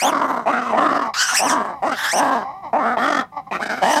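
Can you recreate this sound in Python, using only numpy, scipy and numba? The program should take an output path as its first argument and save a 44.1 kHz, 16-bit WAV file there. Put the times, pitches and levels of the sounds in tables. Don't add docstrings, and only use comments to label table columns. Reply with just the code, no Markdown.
import sys
import numpy as np
from scipy import signal
from scipy.fft import rfft, irfft
from scipy.io import wavfile
from scipy.ndimage import uniform_filter1d
from numba import njit

SR = 44100
rng = np.random.default_rng(int(sys.argv[2]) if len(sys.argv) > 2 else 0)


def persist_wave(psi):
    counts = np.round(np.clip(psi, -1, 1) * 32767).astype(np.int16)
    wavfile.write(sys.argv[1], SR, np.atleast_2d(counts).T)


def nominal_scale(level):
    x = np.asarray(level, float) / 20
    return 10 ** x


N = 176400
SECONDS = np.arange(N) / SR
LOW_CUT_HZ = 130


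@njit
def svf(x, hz, width):
    y, band, low = np.empty(len(x)), 0., 0.
    for i in range(len(x)):
        g, damping = np.tan(np.pi * hz[i] / SR), width / hz[i]
        v = (band + g * (x[i] - low)) / (1 + g * (g + damping))
        band, low, y[i] = 2 * v - band, low + 2 * g * v, damping * v
    return y


@njit
def fire(hz, rough, chance, jitter, scatter):
    pulses, phase, p, k = np.zeros(len(hz) + 1), np.empty(len(hz)), 0., 0
    for i in range(len(hz)):
        step = hz[i] * np.exp(jitter * rough[i] * chance[k, 0]) / SR
        p += step
        if p >= 1:
            p, k = p - 1, k + 1
            size = np.exp(scatter * rough[i] * chance[k, 1])
            pulses[i] += size * p / step
            pulses[i + 1] += size * (1 - p / step)
        phase[i] = p
    return pulses[:-1], phase


def unit(x):
    return x / np.sqrt(np.mean(x ** 2))


def mouth(x, peaks):
    total = 0
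    for k, (hz, width, db) in enumerate(peaks):
        centre = np.clip(hz + np.zeros(N), 50, 18000)
        once = svf(x, centre, 1.966 * width)
        twice = svf(once, centre, 1.966 * width)
        total = total + (-1) ** k * nominal_scale(db) * twice / np.sqrt(width)
    return total


def controls(calls, lead):
    attack_s, release_s = .004, .012
    rows, gate = np.concatenate(calls), 0
    for call in calls:
        rise = np.clip((SECONDS - call[0][0] + lead) / attack_s, 0, 1)
        fall = np.exp(-np.maximum(SECONDS - call[-1][0], 0) / release_s)
        gate = np.maximum(gate, rise * fall)
    curves = [np.interp(SECONDS, np.sort(rows[:, 0]), column) for column in rows.T[1:]]
    return curves[0], gate * nominal_scale(curves[1]), curves[2:]


def walk(rate):
    k = int(SR / rate)
    return unit(uniform_filter1d(uniform_filter1d(rng.standard_normal(N), k), k))


def throat_catches():
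    # time in seconds, depth in dB.
    catches = [(0.109,8),(0.139,7.5),(0.164,7),(0.187,6),(0.207,6.5),(.232,3.5),(0.271,6.5),(0.321,7.5),(0.356,7),(0.386,8),(0.519,6),(.608,6.5),(.682,4),(.722,-5),(.765,4),(.798,6.5),(0.881,7.5),(0.897,2.5),(0.919,3.5),(0.937,5.5),(.985,10),(1.006,8.5),(1.043,3),(1.486,10),(1.557,-0.5),(1.61,-2),(1.64,4),(1.887,8),(1.909,12.5),(2.303,7),(2.778,5.5),(2.822,1),(3.052,4.5),(3.071,7),(3.096,9.5),(3.116,11),(3.14,11),(3.161,10.5),(3.183,9.5),(3.203,6.5),(3.65,10.5),(3.685,13),(3.925,8),(3.952,10),(3.992,6.5)]
    level_db = 0
    for start, depth_db in catches:
        bottom = start + .003
        width_s = np.where(SECONDS > bottom, .0035, .00072 * depth_db)
        level_db = level_db - 1.5 * depth_db * np.exp(-((SECONDS - bottom) / width_s) ** 2)
    return level_db


def roars():
    # time in seconds, pitch in Hz, level in dB.
    first_bout = [
        [(.03,198.3,-19),(.06,289.3,-15.5),(.2,292.5,-13),(.38,250.8,-18.5),(.435,226.6,-30)],
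        [(.47,195.7,-17.5),(.51,321.8,-13),(.535,250.2,-14),(.56,253.5,-20),(.6,246.9,-18.5),(.715,225,-19.5)],
        [(.74,206.4,-21),(.78,300,-13),(1.0,283.9,-14),(1.08,207.6,-27)],
        [(1.405,186,-24.5),(1.46,270.2,-14.5),(1.57,295.3,-14),(1.6,214.8,-17),(1.735,177.9,-31.5)],
        [(1.835,193.9,-21.5),(1.87,329.5,-16),(1.92,279.2,-12.5),(1.95,193.5,-28)],
    ]
    second_bout = [
        [(2.142,175.2,-21),(2.18,198.8,-18),(2.21,292.5,-14),(2.32,262.1,-14.5),(2.43,195.7,-24.5)],
        [(2.742,217.9,-17.5),(2.76,280.1,-17.5),(2.79,309.1,-16.5),(2.835,205.6,-16.5),(2.87,233.9,-16.5),(2.945,245.5,-19.5)],
        [(2.98,191.8,-19),(3.03,260.2,-14.5),(3.11,303.9,-10),(3.19,268.5,-11.5),(3.212,230.5,-12.5),(3.225,206.2,-28.5)],
        [(3.523,208.7,-21.5),(3.56,185.6,-20.5),(3.585,166.5,-32)],
        [(3.605,194.6,-25.5),(3.635,225.4,-18),(3.71,211.4,-21),(3.78,254,-25.5),(3.805,240.3,-32)],
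        [(3.83,178.4,-11),(3.87,216.2,-14),(3.91,300,-14.5),(3.995,300,-12)],
    ]
    roughness = [.6, .42, .6, .6, .35, .4, .25, .4, .4, .55, .35]
    # breathiness in dB, widest mouth in Hz, opening time in seconds, closing in Hz per second.
    manner = [(-19,1070,0.073,206.5),(-16,2063,0.083,4302),(-18.5,1167,0.059,202),(-20,1068,0.065,208),(-14.5,1520,0.081,102),(-15.5,1010,0.1,203),(-23,1990,0.14,3001),
              (-16,1265,0.02,33.5),(-14.5,1280,0.02,-1000),(-9.5,1635,0.023,602),(-5.5,778,0.072,-500)]
    # second resonance in Hz, its level in dB, third resonance in Hz, its level in dB.
    upper_mouth = [(1367,-15.5,2120,-22.5),(1910,-12.5,2600,-21),(1720,-13,2900,-27.5),(1590.3,-14,3000,-34),(1874,-11,2800,-25),(1546.5,-11.5,3000,-29),(1690,-15.5,2185,-23.5),
                   (1820,-7,3270,-18.5),(1850,-7.5,2450,-8),(2198.4,-9.5,2987,-22.5),(1690.4,-5,2950,-12.5)]
    # centre in Hz, width in Hz, level in dB.
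    throat = [(265, 140, -9), (745, 140, 0), (3050, 300, -29), (3850, 350, -29), (4900, 700, -27),
              (6000, 900, -29), (7800, 1500, -30), (12000, 3000, -38)]
    lead_s, shut_hz = .0135, 731

    calls = first_bout + second_bout
    hz, gain, _ = controls(calls, lead_s)
    starts = np.array([call[0][0] - lead_s for call in calls])
    which = np.clip(np.searchsorted(starts, SECONDS) - 1, 0, None)
    since = SECONDS - starts[which]
    rough = np.array(roughness)[which]
    breath_db, wide_hz, opens_s, closing = np.array(manner)[which].T
    hz2, db2, hz3, db3 = np.array(upper_mouth)[which].T

    pulses, phase = fire(hz, rough, rng.standard_normal((4000, 2)), .17, .5)
    puff = unit(np.exp(-phase / .4) * rng.standard_normal(N))
    source = unit(pulses / np.sqrt(hz)) + 1.1 * rough * puff

    opening = 1 - np.exp(-(np.maximum(since, 0) / opens_s) ** 2)
    open_hz = wide_hz - closing * since.clip(0, .5)
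    lips_hz = (shut_hz + (open_hz - shut_hz) * opening) * (1 + .03 * walk(25))

    chest = mouth(source, throat[:1])
    closed = nominal_scale(-5.5 * opening + 2.46 * walk(21)) * mouth(source, throat[1:2])
    lips = mouth(source, [(lips_hz, 193, 0)])
    low = signal.sosfilt(signal.butter(3, 1900, fs=SR, output="sos"), chest - closed - lips)
    upper = [(hz2 * (1 + .025 * walk(20)), 150, db2 - 3), (hz3 * (1 + .015 * walk(20)), 160, db3 - 3)]
    body = low + mouth(source + .5 * puff, upper)

    hiss = 0
    for peak in throat[2:]:
        hiss = hiss + nominal_scale(3 * walk(12)) * mouth(.5 * source + rng.standard_normal(N), [peak])
    voice = unit(body) + nominal_scale(breath_db - 5.1 * (2.5 - opening)) * unit(hiss)
    return voice * gain * nominal_scale(throat_catches() + 2.5 * rough * walk(60))


def shrieks():
    # time in seconds, pitch in Hz, level in dB, clearness from 0 to 1.
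    cries = [
        [(0, 2100, -24, .9), (.03, 2700, -23, .88), (.065, 3450, -25, .9), (.088, 3450, -26, .9),
         (.105, 2700, -30, .6)],
        [(1.15, 1227, -27.5, .6), (1.175, 1400, -18, .6), (1.22, 1550, -17, 0.7), (1.3, 1450, -21, .6),
         (1.34, 1350, -19, 0.4), (1.372, 2700, -18, 0.75), (1.4, 2431, -21, 0.74), (1.425, 2930, -23, .75),
         (1.455, 2950, -24, 0.75), (1.478, 2600, -24.5, 0.7), (1.5, 1784, -22, 0.56), (1.555, 1490, -31.5, 0.5)],
        [(1.92, 1410, -40.5, 0.5), (1.98, 1806, -26, 0), (2.08, 1743, -23, 0.17), (2.11, 1757, -25.5, 0.95),
         (2.135, 2452, -23.5, 0.83), (2.16, 2980, -27, 0.8), (2.197, 2900, -28, 0.57)],
        [(3.86, 2740, -41.5, 0.06), (3.93, 3027, -26, 0.56), (3.96, 2950, -34, 0.49), (4.0, 2900, -49, .3)],
    ]
    # centre in Hz, width in Hz, level in dB.
    shriek_mouth = [(1000, 760, 2.5), (1810, 360, 3), (2820, 1000, -2.5), (12600, 5300, -3.5)]
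    # time in seconds, centre in Hz, level in dB.
    ring = [(0, 5600, 0.5), (.1, 6430, -1.5), (1.15, 4800, -2), (1.191, 4907, 6.5), (1.31, 6240, 1.5),
            (1.36, 5890, 6), (1.55, 5940, 5), (1.94, 2450, 9), (2.0, 3488, -3), (2.07, 5155, -10),
            (2.14, 6000, 8.5), (2.198, 6100, 5), (3.86, 5700, -1.5), (4.0, 5890, 9)]

    hz, gain, (clear,) = controls(cries, .013)
    clear = np.clip(clear, 0, 1)
    turn = 2 * np.pi * np.cumsum(hz * (1 + (.09 - .07 * clear) * walk(500))) / SR
    breath = rng.standard_normal(N)
    cry, rasp = 0, .6 * svf(breath, 3.6 * hz, 3000.)
    for k in range(1, 9):
        rolloff = np.exp(-(k * hz / np.minimum(5.5 * hz, 11500)) ** 2)
        cry = cry + np.sin(k * turn) * nominal_scale(2.57 * walk(260)) * rolloff
        rasp = rasp + rolloff * svf(breath, np.minimum(k * hz, 18000), 800.)

    ring_s, ring_hz, ring_db = np.array(ring).T
    ring_hz, ring_db = np.interp(SECONDS, ring_s, ring_hz), np.interp(SECONDS, ring_s, ring_db)
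    rings = [(ring_hz, 760, ring_db), (1.405 * ring_hz, 1100, ring_db - 3)]
    peaks = shriek_mouth[:3] + rings + shriek_mouth[3:]

    def even(x):
        return x / np.sqrt(uniform_filter1d(x ** 2, size=1200))

    tone, rasp = even(mouth(cry, peaks)), even(mouth(rasp, peaks))
    return gain * nominal_scale(2.7 * walk(31.3)) * (clear * tone + np.sqrt(1 - clear ** 2) * rasp)


def moans():
    # time in seconds, pitch in Hz, level in dB.
    far_calls = [
        [(1.05, 228.4, -23), (1.1, 218.8, -22.5), (1.13, 185, -43)],
        [(1.16, 235, -52), (1.25, 255, -42), (1.3, 250, -56), (1.33, 250, -22.5), (1.385, 270, -37.5)],
        [(1.7, 297, -27.5), (1.77, 279.8, -35.5), (1.81, 237.8, -38.5)],
        [(1.99, 289.7, -37), (2.05, 300, -30), (2.11, 280.3, -38)],
        [(2.44, 258.3, -28), (2.5, 270.8, -29), (2.54, 378, -34), (2.62, 399.6, -40.5), (2.645, 326.2, -27.5),
         (2.67, 288, -26.5), (2.71, 235.8, -41)],
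        [(3.23, 256.5, -28), (3.29, 245.6, -60), (3.315, 279.1, -65), (3.325, 290, -37.5), (3.36, 288.5, -37),
         (3.372, 294.4, -23), (3.4, 265, -28.5), (3.42, 251.6, -45), (3.464, 260, -57), (3.472, 270, -34),
         (3.49, 270, -39), (3.5, 255.2, -48)],
    ]
    # centre in Hz, width in Hz, level in dB.
    moan_mouth = [(300, 110, -18.5), (550, 50, -30), (801, 111.7, -0.5), (1108, 91, -5), (1980, 150, -19),
                  (2270, 115, -29.5), (2990, 50, -36.5), (3930, 160, -34), (5118, 500, -31)]
    hz, gain, _ = controls(far_calls, .024)
    pulses, _ = fire(hz, np.ones(N), rng.standard_normal((4000, 2)), .02, .15)
    source = pulses / np.sqrt(hz) + .003 * rng.standard_normal(N)
    return gain * unit(mouth(source, moan_mouth))


def pen_echo(voices):
    echo_db, t60_s = -24, .2
    t = np.arange(SR // 2) / SR
    dull = signal.lfilter([1], [1, -.7], rng.standard_normal(len(t)))
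    tail = dull * nominal_scale(-60 * t / t60_s) * (t > .004)
    return nominal_scale(echo_db) * signal.fftconvolve(voices, tail / np.sqrt(np.sum(tail ** 2)))[:N]


def air():
    # frequency in Hz, level in dB per Hz.
    spectrum = [(30, 1), (180, 2.5), (400, -17.5), (9000, -39.5)]
    f = np.fft.rfftfreq(N, 1 / SR) + 1
    hz, db = np.array(spectrum).T
    shape = nominal_scale(np.interp(np.log(f), np.log(hz), db))
    noise = irfft(rfft(rng.standard_normal(N)) * shape, N)
    return unit(noise) * nominal_scale(-48.5 + 2 * walk(6))


def scene():
    low_cut = signal.butter(4, LOW_CUT_HZ, "high", fs=SR, output="sos")
    voices = signal.sosfilt(low_cut, roars() + shrieks() + moans())
    return (voices + pen_echo(voices) + air())[None]


def band_limit(x):
    return signal.sosfilt(signal.butter(12, 15690, fs=SR, output="sos"), x)


def record(dry):
    limit = .47
    rounded = limit * np.tanh(dry / limit)
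    b, a = signal.butter(1, LOW_CUT_HZ, "high", fs=SR)
    return band_limit(signal.lfilter(b, a, rounded))


dry = scene()
out = record(dry)
persist_wave(out)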